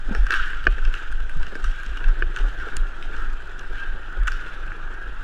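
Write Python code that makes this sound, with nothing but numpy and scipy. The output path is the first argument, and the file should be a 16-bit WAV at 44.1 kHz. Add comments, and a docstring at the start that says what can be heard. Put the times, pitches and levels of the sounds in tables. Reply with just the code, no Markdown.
"""The mount of a helmet camera rocks and sways in deep bass as an inline skater strides in a sports hall:
two tones of unsteady pitch swell at each jolt. Wheels roar as filtered noise, with a gliding narrow hum.
Sticks and skates clack, the helmet bumps and the sealed case is knocked: short contacts excite damped
modes, and the clacks also reverberate in the hall. A faint treble hiss stays steady."""
import sys
import numpy as np
from scipy import signal
from scipy.fft import rfft, irfft
from scipy.io import wavfile
from scipy.ndimage import uniform_filter1d

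SR = 44100
rng = np.random.default_rng(int(sys.argv[2]) if len(sys.argv) > 2 else 0)


def to_wav(sig):
    """Store sig (one row per channel, or 1-D mono) as 16-bit WAV at the path in sys.argv[1].

    Samples outside -1..1 are clipped; the rate is SR.
    """
    pcm = np.clip(np.atleast_2d(sig), -1, 1) * 32767
    pcm = np.round(pcm).astype(np.int16)
    wavfile.write(sys.argv[1], SR, pcm.T)  # frames by channels


N = 230973  # length in samples

# Jolts of strides and head that shake the mount.
# Each row: time in seconds, level of quick rocking in dB, level of slow sway in dB.
MOUNT_JOLTS = [(.07, -23, -20.5), (0.208, -11, -16.5), (0.406, -24.5, -17), (.57, -28, -21.5),
               (0.689, -13.5, -26), (0.863, -18, -13), (1.13, -23.5, -19.5), (1.22, -23.5, -19),
               (1.399, -22.5, -13), (1.665, -18.5, -18.5), (1.903, -22, -27.5), (2.079, -12, -18),
               (2.24, -22, -17), (2.434, -13, -24.5), (2.6, -26.5, -27.5), (2.804, -19, -16.5),
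               (3.05, -30, -22.5), (3.2, -25.5, -21), (3.299, -27, -19), (3.72, -28.5, -24),
               (3.91, -27.5, -21.5), (4.212, -14.5, -24), (4.33, -36, -21.5), (4.64, -33, -26.5),
               (4.85, -49, -25.5), (5.08, -28, -46), (5.19, -33, -29)]
ROCK_HZ, ROCK_RISE_S, ROCK_FALL_S, ROCK_REST_DB = 37.0, 0.02, 0.036, -37
SWAY_HZ, SWAY_RISE_S, SWAY_FALL_S, SWAY_REST_DB = 16.0, 0.055, 0.052, -30.5

# Steady roll of the wheels, joined by straight lines.
# Each row: time in seconds, then rms levels in dB of roar in the case, rasp, hiss and floor drone.
ROLL_LEVELS = [(0.0, -46, -58, -61, -50.5), (0.42, -38, -48, -60, -48), (1.24, -46.5, -53.5, -62.5, -48),
               (1.78, -46.5, -57, -58.5, -52.5), (2.068, -45.5, -62.5, -62.5, -45.5),
               (3.9, -42.5, -52.5, -63.5, -48), (4.6, -40, -55, -67, -46.5), (5.24, -43, -55, -63.5, -47.5)]
# Strides that load the wheels, added in power to the steady roll.
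# Each row: time in seconds, added roar, rasp, hiss and drone in dB, fade in seconds.
STRIDE_LOADS = [(.13, -42, -51, -72, -38.5, 0.036), (.345, -29.5, -40.5, -52.5, -66, 0.13),
                (.96, -38.5, -48, -57.5, -51, 0.075), (1.42, -47.5, -55.5, -66, -50, 0.46),
                (1.68, -44, -51, -75, -69, 1), (2.02, -57, -64, -68, -43, 0.018),
                (2.39, -40.5, -58, -56.5, -48, 0.11), (2.64, -40, -53, -63, -49, 0.16),
                (3.15, -37.5, -55, -60, -51.5, 0.12), (3.78, -41.5, -50.5, -63.5, -49.5, 0.084),
                (3.96, -49, -74, -78, -46.5, 0.039), (4.34, -48, -51.5, -61, -59, 0.27),
                (4.72, -62, -72, -83, -49.5, 0.083), (4.9, -60, -73, -83, -60, 0.032)]
STRIDE_RISE_S = 0.033
# Roughness of roar, rasp, hiss and drone, in that order. Each row: flutter in dB rms, share of grit.
LAYER_ROUGHNESS = [(1.1, 0.02), (1.4, 0.2), (1.3, 0.4), (1.7, 0.26)]
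# Sound that passes the case. Each row: frequency in Hz, relative spectral level in dB.
CASE_SPECTRUM = [(41, -42), (70, -8), (96, -9.5), (230, -19.5), (363, -12.5), (610, -21), (837, -18),
                 (1050, -20), (1300, -4), (1450, 0.5), (1580, 0.5), (1780, -7.5), (2110, -22.5),
                 (2750, -19.5), (3300, -23.5), (3820, -29), (4440, -36.5), (7500, -43), (10200, -53.5),
                 (14000, -60), (15400, -77)]
GRIT_PER_S, GRIT_DECAY_S = 60.0, 0.0031

# Narrow hum of the wheels that glides. Each row: time in seconds, pitch in Hz, rms level in dB.
HUM_GLIDE = [(0.8, 1550, -49), (1.3, 1530, -50.5), (1.65, 1600, -46.5), (2.05, 1620, -46.5),
             (2.35, 1450, -65), (2.7, 1380, -46), (3.4, 1400, -51.5), (3.65, 1580, -54),
             (3.85, 1605, -37.5), (4.0, 1560, -50.5), (4.4, 1400, -46.5), (4.88, 1560, -64),
             (5.02, 1650, -38), (5.1, 1660, -55)]
HUM_WIDTH_HZ = 44
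HISS_HZ, HISS_WIDTH_HZ, HISS_DB = 10300, 880, -80.5

# Dull bumps through the helmet.
# Each row: start in seconds, level in dB, pitch struck in Hz, spread over the modes in octaves.
HELMET_BUMPS = [(0.087, -17, 270, 0.24), (0.11, -11, 212, 0.34), (0.149, -27.5, 450, 0.23),
                (.303, -30.5, 430, 0.35), (0.33, -27, 357, 0.17), (.531, -39.5, 300, 0.86),
                (0.6695, -21.5, 250, 2.7), (.779, -33, 330, 0.88), (1.365, -21.5, 138, 0.39),
                (1.525, -27.5, 298, 0.74), (1.556, -28.5, 400, 0.49), (1.863, -30.5, 204, 0.26),
                (2.223, -34, 337, 1.3), (2.669, -27, 447, 0.37), (3.093, -29, 391, 0.2),
                (3.708, -31.5, 366, 0.38), (3.942, -28.5, 140, 0.65), (4.172, -31.5, 400, 0.45),
                (4.461, -38, 420, 0.35), (4.904, -33.5, 350, 0.26)]
# Modes of the helmet. Each row: frequency in Hz, level in dB, t60 in seconds.
HELMET_MODES = [(61, 13, 0.082), (133, -5, 0.1), (212, -6, 0.067), (282, -7, 0.041), (353.6, -1.5, 0.057),
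                (452, 0, 0.051), (612, 0, 0.054)]
BUMP_RISE_S = 0.00093

# Decay of the hall. Each row: frequency in Hz, t60 in seconds.
HALL_DECAY = [(300, 0.37), (1500, 0.13), (4000, 0.31), (10000, 0.26)]
# Clacks and knocks. Each row: start in seconds, ring peak in dB, tick peak in dB, tick upper pitch in Hz,
# contact in ms, hall share in dB, hardness (tilt of the ring toward higher modes) in dB per octave.
CLACK_EVENTS = [(0.1491, -17.5, -28, 5400, 2.6, -5.5, -1), (0.2667, -19.5, -28, 5150, 4, -26, -5),
                (0.306, -8.5, -23, 5250, 3.5, -5, 2), (0.321, -11, -22.5, 4570, 5.1, -22, 6.5),
                (0.327, -16, -21, 3970, 4, -13, -5), (0.339, -9.5, -28, 9000, 3.2, -18, 3),
                (0.347, -17, -32, 5600, 4.4, 4, 5), (0.504, -25, -42, 8000, 2.7, -22, -1),
                (0.5323, -21, -50, 5590, 1.7, -1, -12), (0.6405, -27, -36, 4500, 2.7, -16, 9),
                (0.782, -25.5, -41, 5550, 7.6, -21, -2), (0.8504, -24, -33.5, 5150, 7.8, -9, 9.5),
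                (0.9397, -19.5, -34, 7000, 2.4, -16, 11), (0.9517, -40, -33, 5490, 3.0, -21, 5),
                (1.117, -34, -44, 8500, 3, -15, -7), (1.124, -27, -39.5, 8100, 2.5, -22, -8),
                (1.2025, -29.5, -43, 7600, 4.4, -20, 6), (1.295, -27, -41, 8000, 3.1, -6, -2),
                (1.371, -47, -41, 8500, 2.7, -17, -3), (1.43, -24.5, -34.5, 5400, 2.3, -14, 11),
                (1.467, -27, -35, 5200, 2.7, -16, 11), (1.5537, -21.5, -33, 5300, 1.1, -14, -7),
                (1.6415, -21.5, -29.5, 5950, 7.8, -5, 4), (1.833, -26, -42, 9900, 3.7, -25, 4),
                (1.8628, -41, -36, 5700, 4.8, -16, 21), (1.971, -27, -34, 5800, 7.7, -7, 16.5),
                (2.0418, -21.5, -49, 5210, 4.1, -14, 3), (2.0815, -25, -37.5, 5340, 9.8, -11, -10),
                (2.362, -19, -32, 6140, 3.7, -17, 12), (2.3714, -21, -34.5, 6150, 3.2, -20, 5),
                (2.387, -31, -36, 5630, 5.6, -16, 25), (2.599, -26, -42.5, 5270, 5.6, 2.5, 1),
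                (2.686, -27.5, -40, 5680, 2.3, -24, -13), (2.7677, -24.5, -16, 7850, 1.75, -27, 16),
                (3.026, -32, -27.5, 3730, 1.9, -3, 29), (3.1658, -30.5, -39, 5540, 3, -16, 13),
                (3.593, -33, -33, 5800, 3, -26, 15), (4.233, -31, -44, 7500, 2.9, -16, 7),
                (4.272, -19, -32, 6900, 3.7, -10, 9), (4.2768, -15.5, -50, 5000, 2.3, -12, -31),
                (4.2789, -12.5, -24.5, 7100, 2.4, -10.5, 5), (4.283, -18.5, -33, 6800, 4, -26, -8),
                (4.319, -22.5, -27, 5270, 4.3, -4.5, 5), (4.6758, -32, -49, 5040, 4.7, -18, 13),
                (4.719, -24, -64, 5040, 1.6, -10, -10)]
# Modes of the struck case. Each row: frequency in Hz, bandwidth in Hz, level in dB.
CASE_MODES = [(1412, 142, 3.5), (1440, 103, 6), (1548, 255, 10), (1874, 490, 0), (2230, 410, -4),
              (2380, 240, -13.5), (2604, 122, -11.5), (2766, 430, -2), (3070, 505, -4.5)]
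# Thin rings of the case under a tick. Each row: frequency in Hz, bandwidth in Hz, level in dB.
TREBLE_MODES = [(6900, 500, -4), (7900, 600, 0), (10400, 900, -5), (13900, 800, -11)]
TREBLE_DB, TREBLE_DB_PER_OCTAVE = -17, 8  # share at a 5500 Hz tick; higher ticks ring them more

# Hard knocks on the case itself. Each row: start in seconds, level in dB.
CASE_KNOCKS = [(0.668, -4), (2.2223, -14)]
# Modes of the shell of the case. Each row: frequency in Hz, level in dB, t60 in seconds.
SHELL_MODES = [(363, -11, 0.11), (1187, -13, 0.058), (1530, -1.5, 0.023), (1730, -3.5, 0.018),
               (2210, -22, .03), (2464, -15, 0.079), (2680, -23, .03), (2910, -16, 0.025),
               (3160, -30.5, 0.034), (4300, -37, .04), (4710, -38.5, .04), (5150, -37, 0.034)]
KNOCK_RISE_S, KNOCK_HOLD_S, KNOCK_DROP_S, KNOCK_LEFT_DB = 0.00035, 0.0037, 0.0014, -13.5

CEILING = 1.3  # amplitude at which the microphone stage saturates
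EDGE_HZ = 15450  # band limit


def gain_of(db):
    """Logarithmic level: decibels to amplitude."""
    return 10 ** (np.asarray(db) / 20)


def evened(x):
    """Normalisation of power: scales to rms 1."""
    return x / np.sqrt(np.mean(x ** 2) + 1e-20)


def read(points, hz):
    """Interpolation on a logarithmic frequency axis: a spectrum table at the frequencies hz."""
    f, value = np.transpose(points)
    return np.interp(np.log(hz + 1), np.log(f + 1), value)


def follow(rows, t):
    """Linear interpolation in time: the columns of a curve table at times t."""
    s, *columns = np.transpose(rows)
    return [np.interp(t, s, c) for c in columns]


def add(mix, s, sound):
    """Superposition: mixes a sound in at second s."""
    part = mix[round(s * SR):][:len(sound)]
    part += sound[:len(part)]


def wander(low_hz, high_hz):
    """Band-limited random fluctuation between two rates, rms 1."""
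    hz = np.fft.rfftfreq(N, 1 / SR)
    band = (hz > low_hz) / (1 + (hz / high_hz) ** 4)
    return evened(irfft(rfft(rng.standard_normal(N)) * band, N))


def swells(t, times, peaks_db, rise_s, falls_s, rest_db):
    """Addition of powers: a resting level plus one bell-shaped swell at each time."""
    coarse, power = t[::64], 0
    for s, db, fall_s in np.broadcast(times, peaks_db, falls_s):
        width_s = np.where(coarse < s, rise_s, fall_s)
        power = power + gain_of(2 * db) * np.exp(-((coarse - s) / width_s) ** 2)
    return np.sqrt(gain_of(2 * rest_db) + np.interp(t, coarse, power))


def unsteady_tone(hz, spread, low_hz, high_hz):
    """Frequency modulation: a sine of rms 1 whose pitch wanders by an rms fraction spread."""
    pitch = hz * (1 + spread * wander(low_hz, high_hz))
    return np.sqrt(2) * np.sin(2 * np.pi * np.cumsum(pitch) / SR)


def mount():
    """Forced oscillation: each jolt rocks the camera near one low pitch and sways it more slowly."""
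    t, (times, rock_db, sway_db) = np.arange(N) / SR, np.transpose(MOUNT_JOLTS)
    rock = unsteady_tone(ROCK_HZ, 0.226, 0.93, 9.5)
    sway = unsteady_tone(SWAY_HZ, 0.318, 0.3, 5.24)
    rock_level = swells(t, times, rock_db, ROCK_RISE_S, ROCK_FALL_S, ROCK_REST_DB)
    sway_level = swells(t, times, sway_db, SWAY_RISE_S, SWAY_FALL_S, SWAY_REST_DB)
    # the mass of the camera cannot follow quicker shakes
    inertia = signal.butter(3, 52, fs=SR, output="sos")
    return signal.sosfiltfilt(inertia, rock_level * rock + sway_level * sway)


def wheel_grit():
    """Impulsive excitation: random decaying bursts of grit under the wheels."""
    strength = gain_of(4.0 * np.minimum(rng.exponential(1, N), 2.8))
    impulses = strength * (rng.random(N) < GRIT_PER_S / SR)
    return signal.oaconvolve(impulses, np.exp(-np.arange(400) / (GRIT_DECAY_S * SR)))[:N]


def wheels():
    """Rolling contact noise: four bands with drifting patches, modulated by flutter and grit."""
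    grit = wheel_grit()
    hz, _, z = signal.stft(rng.standard_normal(N), SR, nperseg=1024, noverlap=768)
    patches = rng.standard_normal(z.shape[::-1]).T
    patches = uniform_filter1d(patches, size=5, axis=0)  # across frequency
    patches = evened(uniform_filter1d(patches, size=14, axis=1))  # across time
    z = z * gain_of(read(CASE_SPECTRUM, hz)[:, None] + 1.65 * patches)
    above_roar = 1 / (1 + (2100 / (hz + 1)) ** 12)
    hiss = 1 / (1 + (4200 / (hz + 1)) ** 6)
    drone = 1 / (1 + (hz / 1080) ** 12)
    bands = (1 - above_roar - drone, above_roar - hiss, hiss, drone)  # roar, rasp, hiss, drone
    out, t = np.zeros(N), np.arange(N) / SR
    times, *strides_db, fades_s = np.transpose(STRIDE_LOADS)
    layers = zip(bands, follow(ROLL_LEVELS, t), strides_db, LAYER_ROUGHNESS)
    for share, roll_db, added_db, (flutter_db, gritty) in layers:
        noise = signal.istft(z * share[:, None], SR, nperseg=1024, noverlap=768)[1][:N]
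        roughness = gain_of(flutter_db * wander(6.9, 32)) + gritty * grit
        level = swells(t, times, added_db, STRIDE_RISE_S, fades_s, roll_db)
        out += level * evened(noise * roughness)
    return out


def hum():
    """Narrow-band noise: a slow complex wobble carried on the gliding pitch."""
    hz, db = follow(HUM_GLIDE, np.arange(N) / SR)
    wobble = wander(0, HUM_WIDTH_HZ / 2) + 1j * wander(0, HUM_WIDTH_HZ / 2)
    carrier = np.exp(2j * np.pi * np.cumsum(hz) / SR)
    return gain_of(db) * (wobble * carrier).real


def thin_hiss():
    """Stationary noise: a faint band high in the treble."""
    hz = np.fft.rfftfreq(N, 1 / SR)
    band = np.exp(-2 * ((hz - HISS_HZ) / HISS_WIDTH_HZ) ** 2)
    return gain_of(HISS_DB) * evened(irfft(rfft(rng.standard_normal(N)) * band, N))


def bumps():
    """Modal excitation: each bump rings the damped helmet modes nearest the pitch struck."""
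    out, t = np.zeros(N), np.arange(8000) / SR
    noises = rng.standard_normal((len(HELMET_BUMPS), 8000))
    for (s, db, struck_hz, octaves), noise in zip(HELMET_BUMPS, noises):
        # irregular running of time roughens the swings
        turns = np.cumsum(1 + 0.1 * evened(uniform_filter1d(noise, 200))) / SR
        ring = np.zeros(len(t))
        for hz, mode_db, t60 in HELMET_MODES:
            nearness = np.exp(-(np.log2(hz / struck_hz) / octaves) ** 2)
            decay = gain_of(mode_db - 60 * t / max(t60, 0.01))
            ring += nearness * decay * np.sin(2 * np.pi * hz * turns)
        add(out, s, gain_of(db) * (1 - np.exp(-t / BUMP_RISE_S)) * ring)
    return out


def hall(x):
    """Reverberation: sparse taps of random sign, each band dying at its own speed."""
    taps = np.zeros(SR)
    at = np.arange(300, SR - 20, 20)
    taps[at + rng.integers(0, 20, len(at))] = rng.choice([-1., 1.], len(at))
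    hz, t, z = signal.stft(taps, SR, nperseg=256)
    decay = gain_of(-60 * t / read(HALL_DECAY, hz)[:, None])
    tail = signal.istft(z * decay, SR, nperseg=256)[1]
    return signal.fftconvolve(x, tail / np.linalg.norm(tail))[:N]


def damped_modes(rows, t):
    """Damped resonance: one decaying sine per mode, its bandwidth setting the decay."""
    return np.array([gain_of(db) * np.exp(-np.pi * width * t) * np.sin(2 * np.pi * hz * t)
                     for hz, width, db in rows])


def bandpass(order, low_hz, high_hz):
    """Frequency selection: a Butterworth band between two edges."""
    return signal.butter(order, [low_hz, high_hz], "bandpass", fs=SR, output="sos")


def clacks():
    """Impact: a short rough contact rings the case, harder blows in higher modes, with a brief treble tick."""
    t = np.arange(2048) / SR
    # neighbouring modes start in opposite sense, so the ring swells for a moment
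    signs = (-1) ** np.arange(len(CASE_MODES))
    modes = signal.sosfilt(bandpass(4, 1150, 3500), signs[:, None] * damped_modes(CASE_MODES, t))
    octaves = np.log2(np.transpose(CASE_MODES)[0] / 1600)
    thin = damped_modes(TREBLE_MODES, t).sum(axis=0)
    near, far = np.zeros(N), np.zeros(N)
    noises = rng.standard_normal((len(CLACK_EVENTS), 2048))
    for (s, ring_db, tick_db, hz, ms, hall_db, tilt_db), noise in zip(CLACK_EVENTS, noises):
        u = 1000 * t / ms
        chatter = noise * np.exp(-u ** 2)
        contact = chatter + 11 * (t == 0)  # the first blow, ahead of the chatter
        body = signal.fftconvolve(contact, gain_of(tilt_db * octaves) @ modes)[:2048]
        snap = chatter * np.exp(-0.8 * u)
        bright = signal.sosfilt(bandpass(3, 0.2 * hz, min(1.04 * hz, 16000)), snap)
        narrow = signal.sosfilt(bandpass(2, 0.797 * hz, min(1.03 * hz, 16000)), snap)
        thin_ring = signal.fftconvolve(snap, thin)[:2048]
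        thin_db = TREBLE_DB + TREBLE_DB_PER_OCTAVE * np.log2(hz / 5500)
        tick = evened(bright) + gain_of(-9.5) * evened(narrow) + gain_of(thin_db) * evened(thin_ring)
        sound = gain_of(ring_db) * body / abs(body).max() + gain_of(tick_db) * tick / abs(tick).max()
        add(near, s, sound)
        add(far, s, gain_of(hall_db) * sound)
    return near + hall(far)


def knocks():
    """Contact damping: the shell rings fully while contact lasts, then drops quickly and dies away."""
    out, t = np.zeros(N), np.arange(4000) / SR
    held = 1 / (1 + np.exp(np.clip((t - KNOCK_HOLD_S) / KNOCK_DROP_S, -50, 50)))
    ring = np.zeros(len(t))
    for k, (hz, db, t60) in enumerate(SHELL_MODES):
        left = gain_of(KNOCK_LEFT_DB - 60 * (t - KNOCK_HOLD_S) / t60)
        envelope = held + (1 - held) * left
        # neighbouring modes start from rest in opposite sense, so the ring swells and then cancels
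        ring += (-1) ** k * gain_of(db) * envelope * np.sin(2 * np.pi * hz * t)
    for s, level_db in CASE_KNOCKS:
        add(out, s, gain_of(level_db) * (1 - np.exp(-t / KNOCK_RISE_S)) * ring)
    return out


def scene():
    """Superposition of all sources at the one microphone."""
    return (mount() + wheels() + hum() + thin_hiss() + bumps() + clacks() + knocks())[None]


def record(dry):
    """Soft saturation: the microphone stage rounds off loud peaks, then a low-pass limits the band."""
    rounded = CEILING * np.tanh(dry / CEILING)
    low_pass = signal.firwin(1023, EDGE_HZ, window=("kaiser", 12), fs=SR)
    return signal.oaconvolve(rounded, low_pass[None], "same")


dry = scene()
out = record(dry)
to_wav(out)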